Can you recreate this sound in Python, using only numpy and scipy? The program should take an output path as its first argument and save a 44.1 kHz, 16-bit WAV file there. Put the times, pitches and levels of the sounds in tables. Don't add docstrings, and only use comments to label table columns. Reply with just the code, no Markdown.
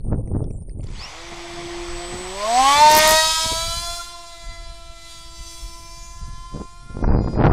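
import sys
import numpy as np
from scipy import signal
from scipy.fft import rfft, irfft, next_fast_len
from scipy.io import wavfile
from scipy.ndimage import uniform_filter1d, map_coordinates

SR = 44100
rng = np.random.default_rng(int(sys.argv[2]) if len(sys.argv) > 2 else 0)


def amplitude_ratio(level_db):
    exponent = np.asarray(level_db, float) / 20
    return 10 ** exponent


def put_to_file(sound):
    columns = np.atleast_2d(sound).T
    safe = np.clip(columns, -1, 1)
    whole_steps = np.round(safe * 32767)
    wavfile.write(sys.argv[1], SR, whole_steps.astype(np.int16))


N = 331670
SECONDS = np.arange(N) / SR


def unit(x):
    return x / np.sqrt(np.mean(x ** 2) + 1e-20)


def curves(rows, silent=None):
    s, *columns = np.transpose(rows)
    return [np.interp(SECONDS, s, column, silent, silent) for column in columns]


def wobble(rate):
    coarse = np.arange(0, N + 32, 32)
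    knots = rng.standard_normal(int(N * rate / SR) + 6)
    return np.interp(np.arange(N), coarse, map_coordinates(knots, [coarse * rate / SR]))


def coloured(x, spectrum):
    size = next_fast_len(N + 8192)
    hz, db = np.transpose(spectrum)
    log_hz = np.log(np.fft.rfftfreq(size, 1 / SR) + 1)
    gain = amplitude_ratio(np.interp(log_hz, np.log(hz), db, -120, -120))
    return unit(irfft(rfft(x, size) * gain, size)[:N])


def patchy(depth_db):
    z = signal.stft(rng.standard_normal(N), nperseg=512)[2]
    field = uniform_filter1d(rng.standard_normal(z.shape), size=6, axis=0)
    field = uniform_filter1d(field, size=14, axis=1)
    return signal.istft(z * amplitude_ratio(depth_db * unit(field)), nperseg=512)[1][:N]


def tones(angles, dbs, drift_db, scatter):
    shares = scatter if isinstance(scatter, list) else [scatter] * len(angles)
    out = np.zeros(N)
    for i, (angle, db, share) in enumerate(zip(angles, dbs, shares)):
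        level = np.sqrt(2) * amplitude_ratio(db + drift_db * wobble(5))
        phase = angle + i * i
        direct = (1 + share * wobble(42)) * np.sin(phase)
        out += level * (direct + share * wobble(42) * np.cos(phase))
    return out


# time in seconds, wind pressure in dB, sharpness in dB.
WIND = [(0, -30.5, -9.5), (.125, -20, 1.6), (.24, -30, 1), (.37, -22, 1), (.5, -27.5, 1), (.67, -34.5, 0),
        (.8, -31, 1), (1.0, -34.5, -0.5), (1.09, -45.5, 6.5), (3.3, -42, -16), (4.1, -52, 11),
        (6.0, -39, -18), (6.8, -41, -8), (7.03, -28.5, 11.5), (7.11, -16, -1.5), (7.29, -27.5, 5),
        (7.4, -24, 13), (7.5, -17.5, 3)]
# middle in seconds, pressure in dB, sharpness in dB, half length in seconds.
GUSTS = [(0.052, -36, 14, .012), (0.09, -36, 10, .012), (0.206, -30, 13.5, 0.013), (0.275, -30.5, 13, .012),
         (.317, -30, 15, .01), (0.346, -27, 13.5, .012), (.443, -32.5, 14, .012), (.476, -37, 10, .01),
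         (0.797, -29.5, 12, .01), (7.243, -27, 11, 0.0095), (7.276, -28, 18.5, .01),
         (6.948, -33, 14, 0.013), (1.328, -41, 19, 0.038), (1.614, -40, 15, 0.19), (1.94, -31.5, -23, 0.15),
         (2.164, -37.5, 22.5, 0.082), (2.378, -44, -9.5, 0.053), (2.647, -37, -26, 0.084),
         (2.807, -35, 16, 0.1), (2.958, -34.5, 25, 0.13), (3.116, -31.5, 16.5, 0.062),
         (3.271, -35, 0.5, 0.095), (3.457, -29, 5, 0.036), (3.526, -28, 15.5, 0.016),
         (3.582, -27.5, -23, 0.059), (3.678, -30, -8.5, 0.095), (3.791, -26, -20, 0.051),
         (3.917, -34, -30, 0.11), (4.103, -44, -6, 0.069), (4.497, -34, -11, 0.094), (4.69, -31, -33, 0.1),
         (4.895, -36, -25, 0.065), (5.278, -41, -18, 0.094), (5.403, -30, -27, .03),
         (5.64, -32.5, -24, 0.07), (5.809, -38.5, -3, 0.048), (6.281, -29, -14.5, 0.16),
         (6.568, -26, 9.5, 0.035), (6.61, -33.5, 22.5, 0.029), (7.044, -22, 19, 0.0085),
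         (7.451, -23, 15, 0.061)]


def wind_levels():
    t = np.arange(0, N + 64, 64) / SR
    s, db, sharp_db, half_s = np.transpose(GUSTS)[..., None]
    wind_s, *columns = np.transpose(WIND)
    steady_db, steady_sharp_db = [np.interp(t, wind_s, column) for column in columns]
    push = np.vstack([steady_db, db - 12 * np.abs(t - s) / half_s])
    sharp = np.vstack([steady_sharp_db, sharp_db + 0 * t])
    over_db = push + 20
    eddy = -20 + 1.456 * over_db + 0.34 * sharp
    tear = -26.5 + 1.673 * over_db + sharp
    return [np.interp(SECONDS, t, 10 * np.log10(amplitude_ratio(2 * v).sum(axis=0))) for v in (push, eddy, tear)]


# frequency in Hz, level in dB per Hz.
SWELL = [(5, -6.5), (36, 4.5), (60, -3), (110, -19), (200, -67.5)]
EDDY = [(40, -17), (85, 2), (140, -1), (220, -16), (450, -36.5)]
TEAR = [(110, -37), (200, -1), (330, -3), (500, -8), (800, -20.5), (1500, -48)]
LASH = [(250, -41), (500, -4.5), (750, 3.5), (1500, -8.5), (2700, -30.5), (4500, -59), (7000, -57)]
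# time in seconds, drop in dB, fall time in milliseconds.
RIPS = [(0.1175, -13, 0.7), (0.124, -7.5, 0.56), (0.1305, -15, 0.3), (0.316, -12.5, 0.83),
        (0.3515, -11.5, 0.75), (0.3582, -14.5, 0.54), (0.3671, -8, 0.81), (0.3967, -14, 0.87),
        (0.406, -13, 0.63), (6.542, -19, 0.95), (6.5486, -15.5, 1), (6.556, -22, 0.66), (6.5624, -20, 0.65),
        (6.5684, -26, 0.38), (6.575, -21, 0.54), (6.602, -20.5, 0.5), (6.6135, -18, 0.69),
        (6.6175, -16.5, 0.56), (6.97, -14, 0.5), (6.991, -15, 0.65), (7.0402, -15.5, 0.26),
        (7.0451, -14.5, 0.39), (7.053, -16.5, 0.86), (7.0794, -7.5, 0.41), (7.094, -11, 0.8),
        (7.1074, -5.5, 0.59), (7.1229, -10, 0.35), (7.132, -10, 0.66), (7.1385, -10, 0.4),
        (7.1422, -14, 0.4), (7.1492, -3.5, 0.42), (7.1739, -7, 0.59), (7.1894, -5, 0.47),
        (7.2087, -5, 0.77), (7.2624, -9, 0.79), (7.2827, -10, 0.43), (7.3482, -21.5, 0.6),
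        (7.3765, -7, 0.59), (7.3927, -6.5, 0.46), (7.4023, -4, 0.35), (7.4104, -6, 0.33),
        (7.4156, -8, 0.44), (7.4203, -11, 0.47), (7.4243, -8, 0.2), (7.4275, -11, 0.54),
        (7.4365, -11, 0.37), (7.4397, -3.5, 0.21), (7.4437, -17, 0.16), (7.4461, -2, 0.25),
        (7.4495, -16, 0.46), (7.4553, -4, 0.22), (7.4602, -4, 0.57), (7.467, -3, 0.17),
        (7.4723, -5.5, 0.18), (7.48, -6, 0.57), (7.486, -7, 0.39), (7.4988, -8.5, 0.44),
        (7.5088, -17, 0.45), (7.5121, -11, 0.26)]


def wind():
    swell_db, eddy_db, tear_db = wind_levels()
    bursts = rng.standard_normal(N) * amplitude_ratio(4.5 * wobble(220) + 1.5 * wobble(45))
    bursts /= np.sqrt(np.abs(uniform_filter1d(bursts ** 2, size=3500)))
    drops, hush = np.zeros(N + SR), np.zeros(N + SR)
    t = np.arange(-600, 600) / SR
    build_s, refill_s = 0.0024, 0.0026
    for s, db, fall_ms in RIPS:
        start = round(s * SR) - 600
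        shape = np.exp(-np.abs(t) / np.where(t < 0, build_s, refill_s))
        drops[start:][:len(t)] -= amplitude_ratio(db - 4) * np.tanh(2000 * t / fall_ms) * shape
        hush[start:][:len(t)] += np.hanning(len(t))
    bursts *= amplitude_ratio(-6 * np.minimum(hush[:N], 1))
    lash_db = tear_db - 0.5 + 2.1 * np.minimum(tear_db + 20, 0)
    out = amplitude_ratio(swell_db) * coloured(rng.standard_normal(N), SWELL)
    out += amplitude_ratio(eddy_db + 0.2) * coloured(bursts, EDDY)
    out += amplitude_ratio(tear_db - 1.55) * coloured(bursts, TEAR)
    out += amplitude_ratio(lash_db) * coloured(bursts, LASH)
    return out + drops[:N]


# time in seconds, level in
# dB, pitch in Hz.
TICKS = [(0.276, -48, 2100), (0.2753, -50, 6000), (0.4214, -46.5, 3300), (0.441, -47, 3370),
         (0.441, -44.5, 5340), (.006, -49, 4400), (.441, -51, 2490), (0.5067, -46, 2340),
         (0.5067, -46, 5850), (.622, -56, 5400), (0.6946, -44, 5000), (0.695, -45, 2160), (.705, -54, 2600),
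         (.712, -55, 4400), (.722, -58, 3600), (.74, -61, 3000), (.765, -57.5, 2400), (0.796, -52, 2190),
         (.789, -47, 7900), (.807, -46, 2390), (.807, -52, 4500), (0.816, -45, 7200), (0.84, -37, 7550),
         (.84, -45, 3470), (0.8699, -36, 4640), (7.411, -35.5, 3000), (7.439, -39, 3500),
         (7.4465, -38, 4500), (7.455, -36, 3980), (7.455, -40, 5600), (7.4595, -37, 4270),
         (7.46, -40, 5750), (7.466, -38, 4200), (7.468, -40, 5600), (7.472, -40, 4000), (7.515, -33, 3190),
         (7.352, -36, 2200), (7.09, -40, 2600)]


def short_ticks():
    out, t = np.zeros(N + SR), np.arange(600) / SR
    for s, db, hz in TICKS:
        envelope = amplitude_ratio(db + 4 - 60 * t / .011) * (1 - np.exp(-t / .0007))
        rough_phase = np.cumsum(rng.normal(0, .17, len(t)))
        out[round(s * SR):][:len(t)] += envelope * np.sin(2 * np.pi * hz * t + rough_phase)
    return out[:N]


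# start in seconds, level in dB.
TRILLS = [(0.04, -63.5), (0.146, -65.5), (0.257, -63.5), (0.361, -63), (.465, -65), (.565, -63.5),
          (.67, -63.5), (0.771, -67)]
# start in seconds, level in dB.
ANSWERS = [
    (.51, -68),
]


def insect():
    out, t = np.zeros(N), np.arange(300) / SR
    slide_hz_per_s = 190000
    for trills, hz in [(TRILLS, 9600), (ANSWERS, 8300)]:
        strokes = np.zeros(N)
        for s, db in trills:
            count = np.arange(10)
            places = np.round((s + count / 134) * SR).astype(int)
            strokes[places] = amplitude_ratio(db + rng.normal(0, 1.2, len(count)))
        ring = np.hanning(len(t)) * np.sin(2 * np.pi * (hz - slide_hz_per_s * t / 2) * t)
        out += 5 * signal.fftconvolve(strokes, ring)[:N]
    chorus_colour = [(8000, -31), (8800, -4), (9600, -0.5), (10300, -20), (11000, -51)]
    return out + amplitude_ratio(-65.5) * coloured(patchy(depth_db=2), chorus_colour)


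# time in seconds, shaft turns in Hz, winding whine in dB.
START = [(.85, 12, -75), (.885, 27, -60), (.93, 52, -57), (.96, 71, -52), (.978, 88, -58), (.99, 101, -51),
         (1.02, 119, -49), (1.045, 129, -50), (1.075, 140, -54), (1.12, 152, -57), (1.16, 161, -66),
         (1.2, 167, -75)]
# time in seconds, shaft turns in Hz, airframe vibration in dB,
# unbalance in dB (odd multiples of the shaft rate over even ones).
SHAFT = [(1.269, 171.2, -52, -16), (2.03, 173.6, -46.5, -5), (2.3, 184.7, -45.5, -7.5),
         (2.44, 209.2, -45, 16.5), (2.6, 259.8, -32.5, 12), (2.7, 280.6, -35.5, 7.5), (2.83, 301, -28, 1),
         (2.95, 307.2, -28, 7.5), (3.17, 316, -28.5, 1.5), (3.5, 323.3, -32, 3), (3.82, 342, -35.5, -3),
         (4.1, 345.4, -42, -3), (4.4, 338.3, -49, -2), (4.899, 336.9, -48.5, -11), (5.3, 335.1, -54, -0.5),
         (5.89, 337.6, -56.5, 8), (6.601, 345.8, -59.5, 14.5), (7.52, 351, -60, 2)]


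def shaft_angle():
    shaft_hz = curves([row[:2] for row in START + SHAFT])[0]
    return 2 * np.pi * np.cumsum(shaft_hz) / SR


def turning_hz(angle):
    return np.gradient(angle) * SR / (2 * np.pi)


def held_share():
    release_s, let_go_s = 3.13, .04
    return np.clip((release_s + let_go_s - SECONDS) / let_go_s, 0, 1)


# time in seconds, loudness in dB from thrust and distance, how far the disc rim
# faces us in dB, the order (multiple of the shaft rate) beamed most strongly at us.
FLIGHT = [(1.02, -43.5, -6, 12), (1.22, -43, -8, 13), (2.34, -39.5, -5, 14), (2.58, -27, -4.5, 8),
          (2.72, -25.5, 1.5, 11.5), (2.86, -25, -1, 14.5), (2.98, -20, -1.5, 7), (3.12, -21, 5, 13),
          (3.3, -24, 1, 11), (3.98, -38, 6.5, 14), (4.14, -46, 0.5, 12), (4.56, -49.5, -1.5, 12),
          (4.95, -51, -1, 10.5), (5.12, -44.5, 1.5, 11), (5.3, -49.5, 1, 13), (5.51, -45.5, 6.5, 16.8),
          (6.2, -54, 5, 17.2), (7.1, -58, -1, 14.2)]
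# frequency in Hz, level in dB per Hz.
DRUM = [(300, -14.5), (560, -6), (720, 0), (1050, 2), (1600, -6.5), (1950, 0.5), (2300, -1.5), (2800, -8),
        (3600, -2)]
WAKE = [(400, -17.5), (900, -12), (1800, -7.5), (2800, -4.5), (3700, 2.5), (4500, 3.5), (6000, 0.5),
        (8000, -7.5), (11000, -42)]
TIPS = [(6000, -2), (9000, -2.5), (11000, -8.5), (13000, -16), (15800, -9)]


def airflow(angle):
    held = held_share()
    loud_db, rim_db, _ = curves(FLIGHT)
    chop = 1 + 0.39 * np.cos(2 * angle) + 0.06 * np.cos(angle)
    rise_db = np.minimum(95 * (SECONDS - FLIGHT[0][0]), 0)
    rise_db = np.where(SECONDS < .83, -99, rise_db)
    drum_held_db = -37.5 + 0.62 * (loud_db + 39.5)
    drum_flown_db = -57.5 + .35 * (loud_db + 36)
    drum_db = held * drum_held_db + (1 - held) * drum_flown_db
    wake_db = loud_db - .5 - 2.8 * (1 - held)
    flow = amplitude_ratio(drum_db) * coloured(patchy(depth_db=1.4) * chop, DRUM)
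    flow += amplitude_ratio(wake_db) * coloured(patchy(depth_db=1.2) * chop, WAKE)
    flow += amplitude_ratio(loud_db + rim_db - 7) * coloured(patchy(depth_db=1.3) * chop, TIPS)
    return amplitude_ratio(rise_db) * flow


# time in seconds, level in dB.
SWITCH = [
    (.85, -70),
    (.95, -52),
    (1.08, -67),
    (1.35, -54.5),
    (2.3, -43),
    (2.42, -45),
    (2.55, -34),
    (2.75, -36),
    (2.85, -58),
]
# frequency in Hz, level in dB.
CAN = [(1000, -12), (2300, -3), (3000, 1), (3600, -7), (4300, 3), (5400, 2), (6200, -3), (7800, -4)]


def controller(angle):
    whistle_db = curves(SWITCH, -120)[0]
    switch = 2 * np.pi * 7977 * SECONDS
    sides = [switch, switch - 2 * angle, switch - angle, switch + angle]
    side_dbs = [whistle_db, whistle_db - 28, whistle_db - 24, whistle_db - 26]
    whistle = tones(sides, side_dbs, drift_db=3.5, scatter=.12)
    whine_db = curves(START, -120)[1] + 1.5
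    steps = 42 * angle
    folds = [steps, steps / 2, switch - steps, switch - steps / 2]
    can_hz, can_db = np.transpose(CAN)
    fold_dbs = [whine_db + db + np.interp(turning_hz(fold), can_hz, can_db)
                for fold, db in zip(folds, [0, -1, -6, -7])]
    return whistle + tones(folds, fold_dbs, drift_db=1.5, scatter=.7)


# frequency in Hz, width in Hz, strength in dB.
SHELL = [(351, 67, 16.5), (631.3, 12.7, 5), (773, 180, -1.5), (904.6, 18.7, 11.5), (938, 11.1, -2.5),
         (1091, 36, 15.5), (1256, 19, -0.5)]


def shell_db(hz):
    f = np.arange(1., 2000)
    ring = 1 + sum(amplitude_ratio(db) * 1j * f * width / (centre * centre - f * f + 1j * f * width)
                   for centre, width, db in SHELL)
    near = np.clip((3.12 + .2 - SECONDS) / .2, 0, 1)
    return near * np.interp(hz, f, 20 * np.log10(np.abs(ring)))


# middle in seconds, order, gain in dB, half length in seconds.
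ORDER_SWELLS = [(1.187, 3, 16, 0.093), (2.38, 4, -4, 0.2), (2.408, 5, 20, 0.075), (2.5, 6, -11, .1),
                (1.75, 4, -4.5, 0.87), (7.3, 14, 6, 0.25), (2.438, 3, -7.5, 0.038), (2.541, 4, -2, .05),
                (2.728, 4, 9, 0.055), (2.916, 4, -8, 0.028), (3.017, 3, -14, 0.014), (3.062, 4, 5, 0.033),
                (3.345, 3, -8, 0.023), (3.36, 2, -15, 0.027), (3.433, 3, -6, 0.015), (3.52, 4, -7, 0.02),
                (3.597, 5, 6, 0.039), (3.683, 3, -7, 0.049), (3.798, 2, -10, 0.031), (3.803, 4, -9, 0.041),
                (3.8, 6, -2.5, 0.23), (1.55, 14, -5, 0.63), (4.05, 3, -1, 0.08), (4.057, 2, -12, 0.045),
                (4.2, 10, 4.5, 0.67), (4.3, 7, -5, 0.31), (4.549, 6, 7, 0.11), (4.6, 8, -2, .25),
                (4.751, 18, -11, 0.22), (5.0, 3, -14, 0.022), (5.45, 5, -16.5, 0.52), (5.55, 20, -9, 0.36),
                (5.477, 14, 6, 0.064), (5.65, 1, 9, 0.36), (5.853, 16, 7.5, 0.42), (5.92, 18, 6.5, 0.24),
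                (5.87, 24, -12, .12), (6.05, 20, 10, 0.13), (6.25, 5, 7, .2), (6.2, 7, -8, 0.067),
                (6.3, 14, 5, 0.3), (6.502, 1, -3, 0.38), (6.549, 12, 1, 0.09), (6.8, 14, -6, 0.1),
                (6.85, 18, -17, 0.11), (6.901, 20, -14, 0.14), (6.92, 12, -13, 0.074), (6.8, 5, 1, 0.22),
                (6.898, 2, 11.5, 0.3),
                (2.66, 5, -6, 0.09), (2.703, 11, 8, 0.087), (2.7, 13, 8, .06), (2.7, 14, -3, 0.045),
          (2.7, 18, -10, .06), (2.797, 8, 8, .13), (2.835, 9, 7.5, 0.104), (2.846, 10, -10, 0.19),
          (2.902, 11, -17.5, 0.083), (2.992, 4, 4.5, 0.055), (3.189, 5, 10.5, 0.063), (3.194, 6, 14, 0.035),
          (3.25, 7, -9, 0.064), (3.3, 11, 6.5, .25), (3.35, 16, 5.5, .13), (3.448, 13, 9, .12),
          (3.506, 6, -3, 0.24), (3.555, 7, -4, .1), (3.7, 8, -11, 0.045), (3.754, 9, 12, .08),
          (4.1, 4, -4, 0.081), (5.306, 10, 5, 0.23), (6.502, 9, 10, 0.18)]


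def order_gain_db(order):
    t = np.arange(0, N + 64, 64) / SR
    total_db = np.zeros(len(t))
    for s, k, db, half_s in ORDER_SWELLS:
        if round(k) == order:
            total_db += db * np.exp(-((t - s) / half_s) ** 2)
    return np.interp(SECONDS, t, total_db)


# time in seconds, scattered share from 0 to 1.
SCATTER = [(1, .17), (3.2, .12), (3.9, .3), (4.4, .3), (4.8, .2)]
# order, level in dB.
HUM = [(2, 0.6), (3, 0.6), (4, -4.5)]
# time in seconds, tilt in dB.
BANK = [(2.6, 15), (2.85, -7), (3.08, -2.5), (3.2, 2), (3.36, 11.5), (3.52, -1), (3.72, 10.5), (3.88, 0),
        (4.08, 6), (4.3, -3), (4.6, -3), (5.12, 8.5), (5.4, 1), (5.9, -7), (6.5, 15), (6.75, 11), (7.0, 19)]


def airframe_hum(angle):
    air, shaft_hz = curves(SCATTER)[0], turning_hz(angle)
    shake_db, odd_db = curves(SHAFT)[1:]
    bank_db = curves(BANK)[0]
    ground = .38 * np.exp(-((SECONDS - 4.15) / .3) ** 2)
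    angles, dbs, scatter = [], [], []
    for k, own_db in HUM:
        k = round(k)
        lag_hz = 7.3
        beat_db = 20 * np.log10(np.abs(1 + ground * np.exp(2j * np.pi * k * lag_hz * SECONDS)))
        db = shake_db + own_db + (k > 2) * beat_db + k % 2 * odd_db + (k - 3) * bank_db / 2
        angles.append(k * angle)
        dbs.append(db + shell_db(k * shaft_hz) + order_gain_db(k))
        idle_flutter = .45 * (k == 4) * (shaft_hz < 200)
        scatter.append(air * (k - 1) / 2 + idle_flutter)
    return tones(angles, dbs, drift_db=1.65, scatter=scatter)


# shaft turns in Hz, level in dB.
MOUNT = [(168, -7), (178, -1), (280, -1), (300, -15.5), (312, -9.5)]


def unbalance_shake(angle):
    held, shake_db = held_share(), curves(SHAFT)[1]
    held_db = shake_db + np.interp(turning_hz(angle), *np.transpose(MOUNT))
    flown_db = -57.5 + 0.33 * (shake_db + 39.5)
    db = held * held_db + (1 - held) * flown_db + order_gain_db(order=1)
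    return tones([angle], [db], drift_db=-0.1, scatter=curves(SCATTER)[0])


# order, dB against the loudness.
TONES = [(5, -10.5), (6, -7.5), (7, -7), (8, -14.5), (9, -13), (10, -11.5), (11, -13.5), (12, -10),
         (13, -20.5), (14, -8.5), (15, -19), (16, -12), (17, -16.5), (18, -11), (19, -22), (20.0, -10.5),
         (22, -11.5), (24, -14), (26, -16), (28, -18), (21, -24), (23, -25), (30, -22.5), (32, -26)]


def blade_tones(angle):
    air, held, shaft_hz = curves(SCATTER)[0], held_share(), turning_hz(angle)
    loud_db, _, beam = curves(FLIGHT)
    spool_up = uniform_filter1d(np.gradient(shaft_hz), size=6000) * SR
    load_db = -2 * spool_up / 300 * (SECONDS > 1.3)
    angles, dbs = [], []
    for k, own_db in TONES:
        k = round(k)
        db = loud_db + own_db + order_gain_db(k) + load_db
        db = db + 5.5 * np.exp(-(np.log2(k / beam) / 0.39) ** 2)
        if k == 5:
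            db = db + shell_db(k * shaft_hz)
        if k % 2 or k == 6:
            db = db - 0.23 * (1 - held) * (loud_db + 58)
        db = db + held * (-5 - 1.5 * (k % 2) - 1.5 * np.log2(k / 10))
        angles.append(k * angle)
        dbs.append(db)
    whine = tones(angles, dbs, drift_db=2.5, scatter=0.13 + 0.6 * air + .15 * held)
    whine *= np.interp(shaft_hz, [250, 280], [.6, 1])
    return whine * (1 + held * np.interp(shaft_hz, [255, 278, 296, 308], [0, .9, .8, .15]))


def propeller(angle):
    running = np.clip((SECONDS - 1.05) / 0.28, 0, 1)
    return airflow(angle) + running * (airframe_hum(angle) + unbalance_shake(angle) + blade_tones(angle))


# time in seconds, level in dB.
SNAPS = [(2.9015, -16.5), (2.912, -19), (2.915, -4.5), (2.9245, -9), (2.9513, -5), (2.9545, -16.5),
         (2.967, -6.5), (2.969, -16), (2.9745, -2.5), (2.9782, -2.5), (2.986, -4.5), (2.9902, 0),
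         (3.01, -19), (3.053, -16.5), (3.0565, -23), (3.0735, -20), (3.077, -6), (3.08, -16), (3.0835, -13),
         (3.0928, -7), (3.099, -15), (3.109, -3.5), (3.112, -15), (3.121, -4)]


def overload_cracks():
    out, t = np.zeros(N + SR), np.arange(600) / SR
    for s, db in SNAPS:
        bright = np.diff(rng.standard_normal(len(t) + 1))
        out[round(s * SR):][:len(t)] += amplitude_ratio(db - 15) * unit(amplitude_ratio(-60 * t / 0.0016) * bright)
    return out[:N]


def scene():
    angle = shaft_angle()
    field = wind() + short_ticks() + insect()
    return (field + propeller(angle) + controller(angle) + overload_cracks())[None]


def mute_quiet_bands(x, under_db, quiet_db):
    z = signal.stft(x, nperseg=2048)[2]
    power = 2 * np.abs(z) ** 2
    band = np.arange(len(z)) // 32
    level = np.add.reduceat(power, np.arange(0, len(z), 32))[band]
    floor = amplitude_ratio(2 * under_db) * power.sum(axis=0) + amplitude_ratio(2 * quiet_db)
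    keep = (level > floor) | (band < 2)[:, None]
    return signal.istft(z * keep, nperseg=2048)[1][:N]


def band_limit(x):
    return signal.sosfilt(signal.butter(12, 15700, fs=SR, output="sos"), x)


def record(dry):
    x = signal.sosfiltfilt(signal.butter(8, 15000, fs=SR, output="sos"), dry[0])
    x = x / (1 + np.abs(x / .74) ** 6) ** (1 / 6)
    x = mute_quiet_bands(x, under_db=-45.5, quiet_db=-80) + .0067
    return band_limit(x[None])


dry = scene()
out = record(dry)
put_to_file(out)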